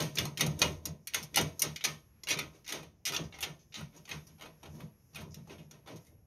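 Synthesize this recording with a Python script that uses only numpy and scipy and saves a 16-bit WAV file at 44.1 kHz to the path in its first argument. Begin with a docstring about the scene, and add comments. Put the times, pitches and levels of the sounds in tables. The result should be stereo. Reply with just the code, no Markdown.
"""Hard clacks of a loose nut on the thread of a terminal stud come first, as fingers spin it down.
The stud stands on a sheet-steel cabinet in a small room: each contact excites many short steel modes,
and tiny slips of the thread grind through the same modes. Hand pressure drives low cabinet resonances
with noise, and fingertips rustle as flickering bands of noise. A thin steady-pitched high tone is a sine
under a level curve; a quiet hiss is noise in narrow bands, with a level curve for those above 1 kHz."""
import sys
import numpy as np
from scipy import signal
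from scipy.fft import rfft, irfft, next_fast_len
from scipy.io import wavfile
from scipy.ndimage import uniform_filter1d

SR = 44100
rng = np.random.default_rng(int(sys.argv[2]) if len(sys.argv) > 2 else 0)


def write(x):
    x = np.atleast_2d(x).T
    wavfile.write(sys.argv[1], SR, np.round(np.clip(x, -1, 1) * 32767).astype(np.int16))


N = 276066

# correlation of the two microphone ports: (frequency [Hz], left-right likeness [0 to 1])
LIKENESS = [(40, 0.74), (140, 0.96), (300, 0.89), (650, .65), (1200, 0.14), (15000, 0.012)]


def amp(db):
    """Amplitude ratio from its logarithm, the decibel."""
    return 10 ** (np.asarray(db) / 20)


def rms_one(x):
    """Normalisation of mean power: scale to unit rms."""
    return x / np.sqrt(np.mean(x ** 2) + 1e-20)


def in_time(rows):
    """Linear interpolation in time: each column of a curve table, one value a sample."""
    s, *columns = np.transpose(rows)
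    return [np.interp(np.arange(N) / SR, s, column) for column in columns]


def at_hz(points, hz):
    """Interpolation over log frequency, the scale of pitch."""
    table_hz, values = np.array(points).T
    return np.interp(np.log(hz), np.log(table_hz), values)


def noise_pair(hz):
    """Partial coherence: mid and side noise mixed to the port correlation at this frequency."""
    mid, side = rng.uniform(-1, 1, (2, N))
    alike = np.clip(at_hz(LIKENESS, hz), 0, 1)
    return np.sqrt(1 + alike) * mid + np.sqrt(1 - alike) * side * [[1], [-1]]


def steel_modes(count):
    """Modal superposition: dense sheet modes and clear stud modes as decaying sines, one per channel."""
    # clearest modes of stud and bus bar: (frequency [Hz], relative level [dB], t60 [s])
    stud = [(803.4, 9.5, 0.057), (960, -6, 0.2), (1061, -9, 1), (1254, -3.5, 0.71), (2040, -3, .24),
            (2245, -3, .14), (2370, -3, .14), (2495, -2, .14), (2640, -2, .14), (2860, -1, .16),
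            (3140, -2, .1), (5200, -4, .1), (5800, 0, .08), (6160, -4, .08), (11400, 0.5, .04),
            (12050, 7, 0.05), (15330, -16.5, .04)]
    # spectrum of the dense sheet modes: (frequency [Hz], relative level per Hz [dB])
    sheet = [(180, -34), (300, -10.5), (488, -8), (694, -12), (1290, -6), (1660, -13.5), (2000, -4.5),
             (3140, -7), (5460, -11.5), (5930, -4), (7630, -23), (9490, -17), (14200, -22), (15700, -41),
             (16500, -48)]
    # sheet decay ahead of the scatter below: (frequency [Hz], t60 [s])
    sheet_t60 = [(300, 0.9), (1500, 0.37), (5000, 0.18), (14000, 0.092)]
    sheet_hz = np.sort(rng.uniform(np.sqrt(300), np.sqrt(16500), count) ** 2)
    stud_hz, stud_db, stud_t60 = np.transpose(stud)
    hz = np.r_[sheet_hz, stud_hz]
    scattered_t60 = at_hz(sheet_t60, sheet_hz) * amp(rng.normal(-4.0, 3.0, count))
    t60 = np.r_[scattered_t60, stud_t60]

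    # sparser, shorter modes carry more each
    width_db = 5 * np.log10(sheet_hz / 3000) - 10 * np.log10(scattered_t60)
    level_db = np.r_[at_hz(sheet, sheet_hz) + width_db, stud_db + 4.0]

    # the ports hear each mode at another phase, further apart where they are less alike
    t = np.arange(int(0.26 * SR), dtype=np.float32) / SR
    left = rng.uniform(0, 2 * np.pi, len(hz))
    spread = np.sqrt(-2 * np.log(np.clip(at_hz(LIKENESS, hz), 0.01, 1)))
    right = left + spread * rng.standard_normal(len(hz))
    settings = np.float32([2 * np.pi * hz, np.log(1000) / t60, left, right])
    turn, loss, left, right = settings[:, :, None]
    fade = np.exp(-loss * t)
    rings = np.array([fade * np.sin(turn * t + phase) for phase in (left, right)])
    return hz, level_db, rings, t


def clacks(hz, level_db, rings, t):
    """Impact excitation: a first blow and a swelling, dying chatter convolved with the steel's response."""
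    # nut against thread: (time [s], nominal peak level [dB], 300-1500 Hz level [dB],
    # 4.5-7 kHz level [dB], 8-15 kHz level [dB], chatter time constant [ms])
    contacts = np.array([(0.0024, -24, -40, -13, -22, 1.4), (0.023, -28, -22, -2, -5, 1.6),
                         (0.155, -27.5, -14, 7, 2.5, 1.8), (0.1715, -23.5, -44, -22, -43, 1.6),
                         (0.1847, -14.5, -28, -13, -19.5, 1.5), (0.2533, -24, -9, -10.5, -13, 0.62),
                         (0.3733, -26, -33, -12, -18, 2.7), (0.3948, -26, -17, -13, -19, 4.2),
                         (0.4073, -12.5, -25.5, -15, -19, 1.5), (0.4636, -25, -5, -9, -9, 1.6),
                         (0.591, -27.5, -18, 0, -1, 2), (0.617, -9, -20, -13.5, -24, 3),
                         (0.8543, -22, -18, 1, -5.5, 3.3), (1.0718, -25.5, -34, -9, -7.5, 2.3),
                         (1.1365, -27.5, -32, -18, -20.5, 7), (1.1444, -14.5, -24, -9, -14.5, 1.67),
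                         (1.228, -32.5, -8.5, 2, -0.5, 4.4), (1.3431, -27, -42, -14, -22, 1.6),
                         (1.3587, -13, -38, -10.5, -11, 1.1), (1.3711, -11.5, -16.5, -14, -19.5, 4.1),
                         (1.412, -22.5, -7, -5, -4.5, 0.82), (1.594, -20.5, -13, 5.5, 5, 2.2),
                         (1.6191, -11.5, -27, -2, -3, 1.2), (1.7603, -26, -47, -13, -20.5, 1.55),
                         (1.809, -33, -33, -21, -37, 1.8), (1.8403, -18, -33, -15.5, -18, 4.1),
                         (1.8486, -17, -22.5, -10.5, -17, 2.4), (2.2347, -31.5, -16.5, -3, -13.5, 0.86),
                         (2.271, -28, -24, -20, -25, 2.7), (2.2865, -21, -34, -14.5, -19, 7.5),
                         (2.3062, -18, -23, -13, -18.5, 9.7), (2.372, -30.5, -30, -15, -24, 1.9),
                         (2.3882, -21, -25.5, -18, -21, 1.4), (2.645, -46, -33, -10, -21, 3),
                         (2.663, -39.5, -22, -15, -26, 2.4), (2.6776, -31, -35, -15, -18, 1.4),
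                         (2.6891, -29.5, -23, -14.5, -17.5, 8.9), (2.7228, -23, -22, -13, -15, 1.7),
                         (2.83, -42.5, -20, -20, -23, 2.6), (3.053, -21, -37, -5, -14.5, 7.4),
                         (3.0661, -23, -23.5, -13, -18.5, 9.9), (3.1216, -25, -16, -13, -18.5, 10.3),
                         (3.1447, -24.5, -26, -9, -20, 1.9), (3.1634, -17.5, -19, -12, -23.5, 0.88),
                         (3.2386, -45.5, -25, -3, -18, 6.4), (3.3245, -41, -18, -20, -35, 1.8),
                         (3.3407, -41, -14, -16, -38, 9.3), (3.3862, -37, -16, -20, -21, 2),
                         (3.4068, -29.5, -22, -11, -8.5, 8.6), (3.427, -21.5, -19.5, -13.5, -20, 5.5),
                         (3.5926, -51.5, -22.5, -1, -23, 13), (3.723, -45.5, -38, -17, -33, 2.8),
                         (3.7415, -31.5, -28, -13.5, -28, 11.6), (3.8077, -40, -5, -30, -16, 2.7),
                         (3.928, -55.5, -14, -30, -32, 12), (3.9638, -46.5, -15.5, 0, -10, 5.5),
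                         (4.053, -42, -19, -10, -23, 1.5), (4.077, -43, -17, -19, -26, 3.9),
                         (4.091, -34, -24, -24, -21, 3.8), (4.1119, -27.5, -23, -20, -30, 2.6),
                         (4.2688, -45, -17, -4, -5, 4.4), (4.382, -55.5, -8, -11.5, -18, 3.4),
                         (4.396, -48.5, -12, -27, -18, 2.2), (4.4103, -36.5, -16.5, -18.5, -21.5, 8.2),
                         (4.4573, -41.5, -15, -25, -22.5, 2.2), (4.6305, -40.5, -7, -16.5, -21, 2.8),
                         (4.6565, -41.5, -6, -28, -25, 2.8), (4.7537, -57, -13, -6, -11, 7.2),
                         (4.8043, -42, -13, -21, -18, 2.4), (5.1327, -55, -11, -8, -17, 3),
                         (5.1466, -38.5, -19, -11, -20, 1.3), (5.157, -32.5, -26, -25, -20.5, 3.7),
                         (5.208, -40, 1, -11, -11, 6.1), (5.308, -50.5, -7, 13, -9, 12),
                         (5.3435, -35, -47, -9, -13, 0.73), (5.473, -48, -4, -9, -13, 3),
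                         (5.4966, -43.5, -17, -31, -28, 2.9), (5.5198, -47, -10, -29, -35, 2.5),
                         (5.5825, -50, -25, -20, -23.5, 7.5), (5.7104, -40.5, -17, -7, -13, 1.15),
                         (5.861, -47, -7, -17, -26, 3.8), (5.874, -38.5, -7.5, -19.5, -24.5, 6.1),
                         (5.893, -48, -19.5, -20.5, -22, 1.7), (5.9594, -46, -10, -7, -14, 6.3),
                         (6.049, -53, -18.5, -7, -9, 15)])
    usual_db = (-17, -13, -17.5)    # what those three bands hold when the steel is struck evenly
    crest_db = 8.5                  # peak of a contact over its loudest rms
    first_blow_db, softer_db_per_ms = -2.5, 0.2     # blow against chatter; softer with a long chatter
    grip_t60_s, freer_s_per_ms = 1, 0.03    # damping by the fingers; freer with a long chatter

    # colour of each contact, and another spot that pushes or pulls each mode
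    tilt_hz = (900, 1900, 3600, 5200, 7000, 9000)
    tilts = []
    for low, treble, top in contacts[:, 2:5] - usual_db:
        tilt_db = (low, 0, 0, treble, treble, top)
        tilts.append(at_hz(list(zip(tilt_hz, tilt_db)), hz))
    spot = rng.choice([-1, 1], (len(contacts), len(hz)))
    shared_db = rng.normal(0, 1.2, spot.shape)
    own_db = rng.normal(0, 4.1, (2, *spot.shape))   # for each channel
    struck = np.float32(spot * amp(level_db + tilts + shared_db + own_db)) @ rings
    struck *= 1 - np.exp(-t / 0.00029)      # the blow takes a moment to spread through the steel
    struck *= 1 + amp(5.5) * amp(-60 * t / 0.012)   # small parts crack and go quiet before the sheet

    span = np.arange(2600) / SR
    shape = (len(contacts), len(span))
    jolts = rng.laplace(size=shape) * (rng.random(shape) < 0.1)
    out = np.zeros((2, N + 2 * len(t)))
    for row, ring, jolt in zip(contacts, struck.swapaxes(0, 1), jolts):
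        s, peak_db, *_, chatter_ms = row
        age = span / (max(chatter_ms, 0.2) / 1000)
        chatter = jolt * age * np.exp(-age)
        chatter = chatter / np.sqrt(np.sum(chatter ** 2) + 1e-9)
        chatter[0] = amp(first_blow_db - softer_db_per_ms * chatter_ms)
        damped = ring * amp(-60 * t / (grip_t60_s + freer_s_per_ms * chatter_ms))
        sound = signal.fftconvolve(damped, chatter[None], axes=1)
        loudest = np.max(uniform_filter1d(np.mean(sound ** 2, axis=0), size=300))
        at = round(s * SR)
        out[:, at:at + sound.shape[1]] += amp(peak_db - crest_db) * sound / np.sqrt(loudest)
    return out[:, :N]


def grinding(hz, level_db, rings, grind_db):
    """Stick-slip friction: tiny uneven slips of thread on thread, convolved with the same steel."""
    # tilt in dB per band: up for a light touch, down as the nut seats
    brighter_per_db, firm_db, duller_per_s = 0.0535, -45.5, 0.6
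    bright_db = brighter_per_db * (firm_db - grind_db) - duller_per_s * np.arange(N) / SR
    bright_db = np.clip(bright_db, -8, 8)

    strength = amp(1.4 * np.minimum(rng.exponential(1, N), 5))
    slips = strength * rng.choice([-1, 1], N) * (rng.random(N) < 6000 / SR)     # about 6000 a second
    damping = amp(-300 * np.arange(rings.shape[2]) / SR)    # 300 dB per second
    out, power = 0, 0
    edges = [0, 1500, 3000, 6000, 10000, SR]    # Hz
    for band, (low, high) in enumerate(zip(edges, edges[1:])):
        body = np.float32(amp(level_db) * (hz >= low) * (hz < high)) @ rings * damping
        push = amp(grind_db + bright_db * (band - 1.5)) * rms_one(slips)
        out = out + signal.oaconvolve(body, push[None], axes=1)[:, :N]
        power += np.sum(body ** 2) / 2
    return out / np.sqrt(power)


def pushes():
    """Power addition of envelopes: each push swells, holds and fades linearly in decibels."""
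    # pushes of the hand: (time [s], grinding level [dB], knocking of the case level [dB],
    # panel boom level [dB], rocking level [dB])
    twists = [(0.0, -32, -37.5, -36.5, -45), (0.19, -36, -42, -36, -46), (0.248, -49, -48.5, -45, -63),
              (0.422, -39, -38, -32.5, -43.5), (0.5, -51.5, -49.5, -47.5, -46.5),
              (0.632, -34, -33.5, -38, -44.5), (0.719, -56, -65, -52.5, -49.5),
              (0.872, -54, -48.5, -46.5, -53.5), (1.168, -39.5, -52.5, -50, -57.5),
              (1.392, -34.5, -36.5, -37, -47), (1.47, -55, -60, -66, -58), (1.64, -38, -43.5, -45.5, -54),
              (1.871, -38, -51, -50, -61), (2.321, -70, -41, -45.5, -57), (2.408, -46.5, -48, -51.5, -56),
              (2.548, -61.5, -65.5, -69, -73), (2.741, -40, -44, -54, -63), (2.82, -57.5, -59.5, -57, -64),
              (3.1, -65, -51, -51, -69), (3.188, -46.5, -45, -46, -51), (3.35, -58, -60, -66, -55),
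              (3.468, -48, -52, -51, -67), (3.782, -45.5, -56.5, -46.5, -59),
              (3.63, -78.5, -84, -71, -63.5), (3.958, -58.5, -58.5, -59, -69),
              (4.122, -44, -52.5, -49, -54), (4.29, -65, -66, -59.5, -67),
              (4.442, -53.5, -53.5, -56.5, -67), (4.652, -58.5, -57, -54, -53),
              (4.749, -64, -58, -45.5, -62), (4.801, -57.5, -53.5, -49, -60.5),
              (5.182, -48.5, -53, -46, -53), (5.26, -82, -58, -50.5, -57),
              (5.369, -62.5, -60.5, -48.5, -57.5), (5.508, -52, -51.5, -52, -62),
              (5.6, -70, -58.5, -56.5, -66), (5.738, -61, -61, -60, -66.5),
              (5.908, -53.5, -47.5, -49.5, -67), (6.12, -82, -67.5, -62.5, -64)]
    # answers to a push, each as (grinding, knocking, boom, rocking): delay of the peak [ms]
    lags_ms = (1, 3, 12, 40)
    # rise to the peak [dB per ms]
    swells = (0.45, 0.4, 0.38, 0.22)
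    # time held at the peak [ms]
    holds_ms = (4, 10, 45.6, 29)
    # fall after the hold [dB per ms]
    fades = (0.23, 0.18, 0.18, 0.3)
    s, *peaks_db = np.transpose(twists)
    coarse_s = np.arange(0, N + 64, 64) / SR
    levels = []
    for peak_db, lag, swell, hold, fade in zip(peaks_db, lags_ms, swells, holds_ms, fades):
        since_ms = (coarse_s[:, None] - s) * 1000 - lag
        rise_db = np.minimum(swell * since_ms, 0)
        fall_db = fade * np.maximum(since_ms - hold, 0)
        power = amp(2 * (peak_db + rise_db - fall_db)).sum(axis=1)
        levels.append(np.interp(np.arange(N) / SR, coarse_s, 10 * np.log10(power + 1e-12)))
    return levels


def hollow(modes, level_db):
    """Forced resonance: hand pressure, as noise, drives a few low two-pole resonators."""
    out = 0
    for hz, width, mode_db in modes:
        r = np.exp(-np.pi * width / SR)
        b, a = [1, 0.0082, -1], [1, -2 * r * np.cos(2 * np.pi * hz / SR), r * r]
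        once = signal.lfilter(b, a, noise_pair(hz))
        twice = signal.lfilter(b, a, once)
        out = out + amp(mode_db) * rms_one(twice)
    return amp(level_db) * rms_one(out)


def rustle():
    """Friction noise: fingertips resting and sliding on the nut give bright bands that flicker."""
    # skin on metal: (time [s], level [dB])
    rustle_curve = [(0, -90), (0.6, -76), (0.95, -83.5), (1.3, -77.5), (1.75, -72.5), (2.1, -86),
                    (2.5, -79), (2.95, -88.5), (3.3, -78), (3.7, -83), (4.0, -75), (4.35, -78), (4.6, -82),
                    (4.75, -70), (4.92, -83), (5.08, -76), (5.25, -78.5), (5.55, -76), (5.82, -87),
                    (6.03, -73.5), (6.2, -89)]
    # its bands: (low edge [Hz], high edge [Hz], relative level [dB])
    bands = [(5100, 6900, 3), (8590, 15000, -4), (10800, 12000, 0)]
    out = 0
    for low_hz, high_hz, db in bands:
        flicker_db = 2.5 * np.interp(np.arange(N) / SR * 25, np.arange(400), rng.standard_normal(400))
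        band_pass = signal.butter(3, [low_hz, high_hz], "band", fs=SR, output="sos")
        band = signal.sosfilt(band_pass, noise_pair(low_hz))
        out = out + amp(db + flicker_db) * rms_one(band)
    return amp(in_time(rustle_curve)[0]) * out


def whine():
    """Amplitude modulation: a thin steady-pitched high tone, a level curve plus small random changes."""
    # level of the tone before the random changes: (time [s], rms level [dB])
    whine_curve = [(0.0, -92), (0.64, -84.5), (1.1, -90.5), (1.25, -78), (2.14, -79.5), (2.67, -84),
                   (2.89, -95), (3.1, -97.5), (3.24, -88), (3.75, -83), (4.43, -76), (5.33, -83),
                   (5.87, -79), (6.26, -84)]
    whine_hz, change_db, changes_per_s = 11291, 2, 9.9
    t = np.arange(N) / SR
    random_db = change_db * np.interp(t * changes_per_s, np.arange(200), rng.standard_normal(200))
    level = np.sqrt(2) * amp(in_time(whine_curve)[0] + random_db)
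    tone = level * np.sin(2 * np.pi * whine_hz * t)
    return tone * amp([[1.5], [-1.5]])      # 3 dB stronger on the left before the ports' own colour


def hiss():
    """Spectral shaping of broadband noise: a quiet hiss built from narrow bands."""
    # spectrum: (frequency [Hz], relative level per Hz [dB])
    spectrum = [(18, -42), (30, -9.5), (70, 9), (149, 0.5), (259, -7.5), (1100, -22), (2410, -25),
                (4530, -40), (6210, -26), (6900, -28.5), (7670, -75.5), (11700, -38.5), (16000, -45)]
    # level curve of the bands above 1 kHz: (time [s], level change [dB])
    treble_curve = [(0, -0.5), (1.9, -1.5), (2.15, 5), (2.6, 2.5), (3.0, -1.5), (3.6, -4.5), (4.7, 7.5),
                    (5.0, 1.3), (5.6, 2), (6.0, 4.5), (6.26, -4.5)]
    hiss_db = -65.5     # overall rms
    out, edges = 0, 30 * 2 ** np.arange(0, 9.3, 0.6)
    treble_db = in_time(treble_curve)[0]
    for low, high in zip(edges, edges[1:]):
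        hz = np.sqrt(low * high)
        band_pass = signal.butter(2, [low, high], "band", fs=SR, output="sos")
        band = signal.sosfilt(band_pass, noise_pair(hz))
        out = out + amp(at_hz(spectrum, hz) + treble_db * (hz > 1000)) * band
    return amp(hiss_db) * rms_one(out)


def scene():
    """Linear superposition of nut, cabinet, fingertips, high tone and hiss."""
    # the whole cabinet rocking: (frequency [Hz], resonator width [Hz], relative level [dB])
    frame = [(50, 17, -10), (82.7, 15, 8)]
    # big panels booming: (frequency [Hz], resonator width [Hz], relative level [dB])
    panels = [(118, 22, -10), (152, 28, 1.5), (213.4, 24, -7.5)]
    # case knocking: (frequency [Hz], resonator width [Hz], relative level [dB])
    case = [(298, 120, 7.5), (398, 50, 2.5), (478.6, 44, 2.5), (601, 170, 5.5), (929, 87, -3),
            (955, 19, -6), (1018, 13, -6)]
    grind_db, knock_db, boom_db, rock_db = pushes()
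    hz, level_db, rings, t = steel_modes(count=1050)
    nut = clacks(hz, level_db, rings, t) + grinding(hz, level_db, rings, grind_db)
    cabinet = hollow(frame, rock_db) + hollow(panels, boom_db) + hollow(case, knock_db)
    return nut + cabinet + rustle() + whine() + hiss()


def record(dry):
    """Linear filtering: the two microphone ports differ in colour, share a dip, and the top is cut."""
    # left channel over right: (frequency [Hz], level difference [dB])
    left_over_right = [(60, -5), (150, -2.5), (380, -5), (950, -2), (2380, 7.5), (5980, 2), (15000, 3.5)]
    notch_hz, notch_width_hz, notch_db = 7740, 440, -7.5    # dip of the ports
    size = next_fast_len(N + 4096)
    hz = np.maximum(np.fft.rfftfreq(size, 1 / SR), 20)
    dip_db = notch_db * np.exp(-((hz - notch_hz) / notch_width_hz) ** 2)
    sides_db = at_hz(left_over_right, hz) / 2 * np.array([[1], [-1]])
    ports = irfft(rfft(dry, size) * amp(dip_db + sides_db), size)[:, :N]
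    low_pass = signal.cheby2(12, 70, 16950, fs=SR, output="sos")    # 70 dB down from 16950 Hz
    return signal.sosfilt(low_pass, ports)


dry = scene()
out = record(dry)
write(out)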